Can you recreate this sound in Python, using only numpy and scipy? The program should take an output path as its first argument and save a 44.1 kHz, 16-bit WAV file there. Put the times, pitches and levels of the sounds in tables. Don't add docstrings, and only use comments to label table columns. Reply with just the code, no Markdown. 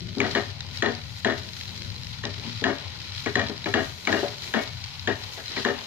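import sys
import numpy as np
from scipy import signal
from scipy.fft import rfft, irfft, next_fast_len
from scipy.io import wavfile
from scipy.ndimage import uniform_filter1d

SR = 44100
rng = np.random.default_rng(int(sys.argv[2]) if len(sys.argv) > 2 else 0)


def invert_db(level):
    return 10 ** (np.asarray(level, dtype=float) / 20)


def wrap_up_sound(samples):
    columns = np.atleast_2d(samples).T
    tamed = np.clip(columns, -1, 1)
    steps = np.round(tamed * 32767).astype(np.int16)
    wavfile.write(sys.argv[1], SR, steps)


N = 258426
T = np.arange(N) / SR

# start in seconds, tick peak in dB, tick pitch in Hz,
# pan bottom level in dB, chatter in seconds.
EDGE_BLOWS = [(0.351, -11, 1840, -25.5, 0.039), (0.8235, -10.5, 1830, -27, 0.068),
              (1.2478, -10, 1790, -26.5, 0.072), (2.2377, -22, 1770, -35.5, 0.03),
              (2.6406, -8.5, 1750, -27.5, 0.075), (3.3556, -9.5, 1830, -27.5, 0.07),
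              (3.7399, -8.5, 1763, -25.5, 0.065), (4.1267, -10, 1730, -27.5, 0.058),
              (4.5389, -11.5, 1680, -26, 0.054), (5.0742, -13, 1710, -25.5, 0.021),
              (5.6499, -12, 1750, -26.5, 0.054)]
CORNER_BLOWS = [
    (0.2025, -8, 2293, -29.5, 0.073),
    (3.26, -17.5, 2240, -29, 0.0084),
    (3.6586, -21, 2300, -29, 0.003),
    (4.073, -10, 2260, -27.5, 0.06),
    (5.5665, -20, 2260, -34, 0.018),
]
# start in seconds, tick peak in dB, tick pitch in Hz.
BOUNCES = [(0.2484, -26, 1940), (0.3967, -26, 1866), (0.861, -19, 1830), (1.2987, -23, 1830),
           (2.682, -30, 1790), (3.3946, -20, 1830), (3.782, -29, 1740), (3.805, -25, 1830),
           (4.1685, -41, 1750), (5.1, -25, 1670), (5.576, -26, 1960), (5.687, -21.5, 1800),
           (0.214, -23, 2020), (.375, -25, 1860), (.845, -28, 1830), (.885, -25, 1830), (1.272, -24, 1790),
           (1.306, -26, 1830), (1.323, -27.5, 1830), (2.666, -26, 1760), (3.272, -28, 1930),
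           (3.37, -26, 1830), (3.415, -22.5, 1830), (3.438, -30, 1830), (3.765, -31, 1750),
           (4.09, -23, 1950), (4.145, -26, 1780), (4.565, -26, 1730), (4.59, -39, 1730), (5.665, -29, 1740),
           (5.705, -31, 1780)]
# start in seconds, peak in dB, pitch in Hz, pan rim level in dB,
# chatter in seconds.
NUDGES = [(0.055, -41.5, 210, -66, 0.012), (0.171, -23.5, 277, -66, 0.053), (0.179, -29, 343, -66, 0.12),
          (0.698, -44.5, 240, -64, 0.017), (2.381, -41, 354, -58, 0.016), (2.454, -33, 227, -64, 0.018),
          (2.621, -26, 347, -53, 0.039), (3.497, -27, 332, -48, 0.017), (4.2306, -20, 576, -41.5, 0.014),
          (5.375, -39.5, 640, -46.5, 0.036), (5.5, -44, 352, -53, 0.028)]
# multiple of the tick pitch, level in dB.
EDGE_WOOD = [(1.004, 4.5), (.6, -11), (1.27, -12.5), (1.6, -8.5), (1.85, -7.5), (2.2, -6.5)]
# multiple of the tick pitch, level in dB.
CORNER_WOOD = [(1, 8), (.52, -6), (.76, -1), (1.27, -2.5), (1.47, -9.5)]
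# pitch in Hz, level in dB, decay by 60 dB in seconds.
BOTTOM_MODES = [(235.3, 1.5, 0.52), (275.4, 2, 0.37), (347, 0, 0.19), (407, 5, 0.32), (421.2, -9, 1),
                (469.5, -1.5, 0.21), (576, -0.5, 0.25), (660.5, 1, 0.26), (719, -3, 0.37),
                (790, -17.5, 0.56), (897, -14, 0.63)]
# pitch in Hz, level in dB, decay by 60 dB in seconds.
RIM_MODES = [(1283, -18, 0.22), (1295, 2, 0.062), (1530, 0.5, 0.19), (1673, 4, 0.15), (1690, -24, 0.16),
             (1786, 3.5, 0.046), (1830, -4, 0.16), (1866, 7.5, 0.056), (1950, 3.5, 0.028), (2180, 2, 0.41),
             (2395, 2.5, 0.12), (2877, 1, 0.11), (3340, -2, 0.13), (3600, -26, 0.091)]
# frequency in Hz, level in dB.
CONTACT_COLOUR = [(100, -40), (170, -13), (210, 0), (300, 0), (4300, 0), (6800, -4), (8000, -16),
                  (10000, -36)]

# middle in seconds, half length in seconds,
# slip level in dB, load level in dB.
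STROKES = [(0.07, 0.15, -82, -40.5), (0.34, 0.04, -43, -38.5), (0.66, 0.049, -74, -57),
           (1.132, 0.027, -74, -63), (1.452, 0.086, -56, -50), (1.79, 0.16, -71, -46.5),
           (2.01, 0.088, -70, -63), (2.46, 0.07, -43.5, -46), (2.85, 0.12, -43.5, -55),
           (3.015, 0.088, -83, -52.5), (3.273, 0.052, -50, -54), (3.582, 0.1, -51, -51.5),
           (3.66, 0.02, -49, -46), (4.19, 0.28, -51, -53), (4.48, 0.046, -48, -45.5),
           (5.26, 0.18, -47, -58.5), (5.556, 0.034, -39, -48), (5.825, 0.062, -44.5, -51)]
# middle in seconds, half length in seconds,
# change of resting level in dB, further change of the lows in dB.
LIFTS = [
    (0.064, .1, -5.5, -3),
    (.68, 0.08, 3, -1),
    (1.145, .07, 0, -3),
    (2.153, 0.071, 1, -5),
    (3.204, 0.062, 5, -11),
    (4.003, 0.052, -3, 2),
    (4.926, 0.26, 3, -11),
    (5.296, 0.054, -2, 1),
]
# frequency in Hz, level in dB.
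SLIP_COLOUR = [(310, -7.5), (520, -0.5), (708, -4), (767, 0), (1020, 1.5), (1330, -14), (2300, -1),
               (3000, -2), (3900, -0.5), (6600, -120)]
# frequency in Hz, level in dB.
DRAG_COLOUR = [(100, -41), (170, -4), (238, -9.5), (296, -22), (351, -10), (467, -25), (650, -22),
               (840, -60), (1430, -120)]

# time in seconds, sizzle level in dB.
HEAT = [(0, -45.5), (.3, -40), (.6, -44), (1.04, -44.5), (1.4, -46.5), (1.8, -44.5), (2.2, -44),
        (2.5, -38.5), (2.8, -42), (3.2, -40), (3.55, -41.5), (4.35, -41.5), (4.65, -41), (5.2, -42.5),
        (5.45, -41.5), (5.53, -34.5), (5.62, -33), (5.7, -43)]
# middle in seconds, rise in dB,
# half width in seconds.
PUFFS = [(.18, 3.5, 0.024), (.36, 7, 0.11), (.77, 7, 0.05), (.93, 3.5, 0.04), (1.19, 6, 0.014),
         (1.389, 6, 0.009), (1.58, 6.5, 0.55), (1.81, -0.5, 0.023), (1.94, 1.5, 0.014), (2.08, -0.5, 0.021),
         (2.75, 1, 0.18), (3.2, 6.5, 0.037), (3.36, 12, 0.0034), (3.45, 1.5, 0.05), (3.69, 9, 0.051),
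         (3.83, 5.5, 0.072), (4.18, 9, 0.11), (4.3, 3, 0.041), (4.44, 6.5, 0.086), (4.63, 8, 0.016),
         (4.81, 1, 0.02), (4.96, 1.5, 0.018), (5.2, 1.5, 0.036), (5.34, 6, 0.019), (5.48, 2.5, 0.032),
         (5.6, 1, 0.053), (5.85, 5, 0.12)]
# start in seconds, peak in dB, pitch in Hz.
SPITS = [(0.0064, -33, 4100), (0.13, -33, 3770), (0.184, -27, 3960), (0.6065, -24.5, 3900),
         (0.6659, -33, 4850), (0.773, -26.5, 4000), (0.9508, -29, 4480), (1.0384, -32, 4550),
         (1.38, -30.5, 4000), (1.449, -37, 4300), (1.4658, -33.5, 3940), (1.489, -29.5, 3980),
         (1.534, -28, 3840), (1.552, -36, 4190), (1.6113, -26.5, 4100), (1.6555, -28.5, 3960),
         (1.679, -29.5, 4010), (1.692, -35, 3770), (1.7084, -34, 3920), (1.7548, -38, 3990),
         (1.7943, -37, 4410), (1.8054, -34, 4020), (1.8204, -25.5, 4160), (1.851, -31, 3970),
         (1.9018, -29, 4000), (1.9628, -30, 4130), (2.0342, -29, 4000), (2.0464, -34, 4040),
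         (2.0698, -28, 3970), (2.1423, -35, 4030), (2.2532, -20, 3840), (2.398, -31, 3990),
         (2.4764, -34, 4270), (2.4941, -33, 3940), (2.785, -29, 4010), (2.846, -34, 3950),
         (3.1026, -33, 4200), (3.1217, -30.5, 4050), (3.1797, -28, 3390), (3.467, -27, 3800),
         (3.4732, -25, 3180), (3.486, -25.5, 4000), (3.4974, -27, 4110), (3.5787, -30, 3860),
         (3.643, -25, 3960), (4.0525, -25, 4100), (4.282, -26, 4000), (4.3834, -29, 4120),
         (4.4217, -30.5, 4200), (4.6763, -28, 3940), (4.841, -26.5, 4440), (4.9112, -33, 3980),
         (4.9954, -28, 3860), (5.3356, -31, 4070), (5.4589, -30, 4060), (5.481, -26, 4030),
         (5.5192, -27, 4050), (5.7891, -27, 3580), (5.8405, -32, 3920)]
# frequency in Hz, level in dB.
SIZZLE_COLOUR = [(880, -22.5), (1500, -7), (1560, -15), (1910, -7.5), (2350, -7), (2880, -8.5),
                 (3060, -4.5), (3220, -3.5), (3630, -5.5), (3850, -2), (4020, 3), (4250, -2), (4620, -4),
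                 (5050, -5), (9000, -33.5), (11700, -45), (19800, -120)]
# frequency in Hz, level in dB.
STEAM_COLOUR = [(3820, -5.5), (6500, 5), (6700, 4), (7890, -6.5), (8820, -8), (15000, -7.5), (15800, -15)]

# time in seconds, flame level in dB.
FLAME = [(0.0, -39.5), (1.83, -43.5), (1.86, -39), (3.23, -44), (3.46, -36.5), (3.65, -47.5), (3.69, -39),
         (3.88, -39.5), (4.06, -57), (4.11, -41.5), (4.55, -48), (4.77, -40), (4.91, -46.5), (5.11, -37),
         (5.34, -50.5), (5.63, -43), (5.83, -48), (5.86, -71)]
# frequency in Hz, level in dB.
BURNER_COLOUR = [(12, -59), (20, -18), (32, -21), (59, -12), (76, -5.5), (94, 3.5), (107, 2.5), (118, 0.5),
                 (141, -6.5), (189, -13.5), (206, -19.5), (230, -16), (300, -28), (510, -120)]
# frequency in Hz, left minus right in dB.
PORTS = [(60, 9.5), (110, 9.5), (200, 11), (380, 9.5), (700, 6.5), (1290, 7.5), (2380, 7.5), (4400, 3.5),
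         (8120, 5), (15000, 2.5)]
# frequency in Hz, level in dB.
TOP_CUT = [(15500, 0), (15800, -60)]


def level(x, db):
    return x * invert_db(db) / np.sqrt(np.mean(x ** 2))


def shape(x, table):
    size = next_fast_len(x.shape[-1])
    hz, db = np.transpose(table)
    f = np.maximum(np.fft.rfftfreq(size, 1 / SR), 1)
    gain = invert_db(np.interp(np.log(f), np.log(hz), db))
    return irfft(rfft(x, size) * gain, size)[..., :x.shape[-1]]


def ring(x, hz, t60):
    r = np.exp(-np.log(1000) / (t60 * SR))
    w = 2 * np.pi * hz / SR
    return signal.lfilter([0, np.sin(w)], [1, -2 * r * np.cos(w), r * r], x)


def walk(rate, rows=1):
    k = int(SR / rate)
    held = np.repeat(rng.standard_normal((rows, N // k + 1)), k, axis=1)
    return 1.3 * uniform_filter1d(uniform_filter1d(held, k), k)[:, :N]


def clicks(size, rate, spread_db):
    chance, sign, size_draw = rng.random((3,) + size)
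    height = invert_db(spread_db * np.minimum(-np.log(1 - size_draw), 4.5))
    return (chance < rate / SR) * np.sign(sign - .5) * height


def pair(make, like):
    like = np.clip(like, 0, 1)
    shared, left, right = make
    return np.sqrt(like) * shared + np.sqrt(1 - like) * np.array([left, right])


def add(out, x, s):
    i = int(s * SR)
    out[..., i:i + x.shape[-1]] += x[..., :N - i]


def bump(s, width):
    return np.exp(-((T - s) / width) ** 2)


def tick(wood, db, hz, push, crack_db):
    t = T[:1200]
    body = sum(invert_db(g) * np.sin(2 * np.pi * k * hz * t) for k, g in wood)
    body = body * (1 - np.exp(-t / 0.00064)) * np.exp(-(t / push) ** 2)
    snap = rng.standard_normal(len(t)) * np.exp(-t / 0.0025)
    crack = ring(snap, 3600, .002) + invert_db(-5) * ring(snap, 6500, .003)
    return invert_db(db) * (body / np.abs(body).max() + invert_db(crack_db) * crack / np.abs(crack).max())


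def pan(modes, db, hold, rise, loose_db, like, free, first_blow=0, near_hz=None):
    t = T[:13000]
    force = (1 - np.exp(-t / rise)) / (1 + np.exp((t - hold) / 0.017))
    chatter = pair(force * clicks((3, len(t)), 1600, 2.2), like)
    chatter[:, :40] += first_blow * np.hanning(40)
    stray = rng.standard_normal((len(modes), 2)) * [2.0, .006]
    loud = slice(0, int((abs(hold) + .02) * SR))
    rung = 0
    for (f, g, t60), (stray_db, detune) in zip(modes, stray):
        favour_db = 0 if near_hz is None else -16 * abs(np.log2(f / near_hz))
        mode = ring(chatter, f * (1 + detune), free * t60)
        rung = rung + invert_db(g + stray_db + favour_db) * mode / mode[:, loud].std()
    band = [modes[0][0] * .9, modes[-1][0] * 1.15]
    rattle = signal.lfilter(*signal.butter(2, band, "band", fs=SR), chatter)
    return invert_db(db) * (rung / rung[:, loud].std() + invert_db(loose_db) * rattle / rattle[:, loud].std())


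def spatula():
    ticks, metal = np.zeros((2, 2, N))
    strikers = ((EDGE_BLOWS, EDGE_WOOD, -5, .38), (CORNER_BLOWS, CORNER_WOOD, -5.5, .25))
    for blows, wood, rim_db, free in strikers:
        for s, db, hz, bottom_db, hold in blows:
            add(ticks, tick(wood, db - 4.0, hz, 0.0048, -6), s - .0006)
            bottom = pan(BOTTOM_MODES, bottom_db, hold, 0.0033, -11.5, 0.78, free)
            rim = pan(RIM_MODES, bottom_db + rim_db, hold, 0.00016, -7, 0.52, 0.43)
            add(metal, bottom + rim, s)
    for s, db, hz in BOUNCES:
        add(ticks, tick(EDGE_WOOD, db + 0.48, hz, 0.0062, -8), s - .0007)
    for s, db, hz, rim_db, hold in NUDGES:
        bottom = pan(BOTTOM_MODES, db - 6.5, hold, 0.0013, -16, 0.95, 0.43, 0.22, hz)
        rim = pan(RIM_MODES, rim_db, hold, 0.0014, -25, 0.44, 0.18)
        add(metal, bottom + rim, s)
    return shape(ticks + kitchen(metal + 0.54 * ticks, -7.0, 0.44), CONTACT_COLOUR)


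def stirring():
    rest_slip_db, rest_load_db = -47, -69.5
    slide_lag_s, slide_s, slide_db = 0.037, 0.051, -21.5
    slide = sum(invert_db(db) * bump(s + hold + slide_lag_s, slide_s) for s, _, _, db, hold in EDGE_BLOWS)
    lifted = invert_db(sum(db * bump(s, w) for s, w, db, _ in LIFTS))
    hush = invert_db(sum(db * bump(s, w) for s, w, _, db in LIFTS))
    slip_strokes = sum(invert_db(db) * bump(s, w) for s, w, db, _ in STROKES)
    load_strokes = sum(invert_db(db) * bump(s, w) for s, w, _, db in STROKES)
    slip = invert_db(rest_slip_db) * lifted + invert_db(slide_db) * slide + slip_strokes
    load = invert_db(rest_load_db) * lifted + load_strokes
    return slip, load, hush


def scraping(slip, load, hush):
    slips = pair(clicks((3, N), 2500, 2.4) * invert_db(1.4 * walk(17)), 0.6)
    drag = pair(rng.standard_normal((3, N)) * invert_db(2.2 * walk(7.1)), 0.67)
    both = level(shape(slips, SLIP_COLOUR), -5.5) * slip + level(shape(drag, DRAG_COLOUR), -2.5) * load
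    lows = shape(both, [(700, -2.5), (900, -40)])
    return both + (hush - 1) * lows


def frying():
    start_db, grows_db_per_s, steam_per_heat = -67, 0.9, 0.42
    fizz_per_puff = 0.59
    heat = np.interp(T, *np.transpose(HEAT))
    puffs = sum(db * bump(s, width) for s, db, width in PUFFS)
    steam = start_db + grows_db_per_s * T + steam_per_heat * (heat - heat.mean()) + puffs
    return heat + fizz_per_puff * (puffs - puffs.mean()), steam


def spit(db, hz):
    t = T[:900]
    burst = np.exp(-t / .001) + .35 * np.exp(-t / .0035)
    puff = pair(rng.standard_normal((3, len(t))) * burst, .7)
    sharp = np.diff(puff, prepend=0)
    x = ring(sharp, hz, .007)
    for multiple, t60 in ((.75, .003), (1.25, .004), (.53, .004)):
        x = x + .6 * ring(sharp, multiple * hz, t60)
    x = signal.sosfilt(signal.butter(4, [1400, 5600], "band", fs=SR, output="sos"), x)
    return invert_db(db + 2.5) * x / np.abs(x.mean(axis=0)).max()


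def oil(sizzle_db, steam_db):
    decay = np.exp(-T[:900] / .002)[None]
    bursts = signal.fftconvolve(np.abs(clicks((1, N), 600, 3.5)), decay, axes=1)[:, :N]
    busy = 1 + .55 * bursts / bursts.std()
    fizz = shape(pair(busy * rng.standard_normal((3, N)), 0.13), SIZZLE_COLOUR) * invert_db(0.93 * walk(19))
    hiss = pair((10.0 + busy) * rng.standard_normal((3, N)), 0.043)
    hiss = shape(hiss, STEAM_COLOUR) * invert_db(1.6 * walk(11))
    out = level(fizz, 0.74) * invert_db(sizzle_db) + level(hiss, 6.6) * invert_db(steam_db)
    for s, db, hz in SPITS:
        add(out, spit(db, hz), s - .0006)
    return out


def burner(db):
    roar = shape(pair(rng.standard_normal((3, N)), 0.92), BURNER_COLOUR)
    flutter = np.sqrt(uniform_filter1d(roar.mean(axis=0) ** 2, 3000))
    return level(roar / flutter ** 0.11, 0.1) * invert_db(db)


def kitchen(x, wet_db, t60):
    t = T[:16000]
    tail = rng.standard_normal((2, len(t))) * np.exp(-np.log(1000) * t / t60) * (t > .004)
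    tail[1] += uniform_filter1d(tail[0] - tail[1], 60)
    tail -= .75 * uniform_filter1d(uniform_filter1d(tail, 30), 30)
    tail = tail / np.sqrt((tail ** 2).sum(axis=1, keepdims=True))
    return x + invert_db(wet_db) * signal.fftconvolve(x, tail, axes=1)[:, :N]


def scene():
    flame_db = np.interp(T, *np.transpose(FLAME))
    return spatula() + scraping(*stirring()) + oil(*frying()) + burner(flame_db + 0.2)


def band_limit(x):
    return signal.sosfilt(signal.butter(12, 15980, fs=SR, output="sos"), x)


def record(dry):
    left_lag_s = .0001
    hz, db = np.transpose(PORTS)
    mean = 20 * np.log10((invert_db(db / 2) + invert_db(-db / 2)) / 2)
    left = shape(dry[0], np.transpose([hz, db / 2 - mean]))
    right = shape(dry[1], np.transpose([hz, -db / 2 - mean]))
    left = np.roll(left, int(round(left_lag_s * SR)))
    both = np.tanh(1.362 * np.array([left, right])) / 1.21
    return band_limit(shape(both, TOP_CUT))


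dry = scene()
out = record(dry)
wrap_up_sound(out)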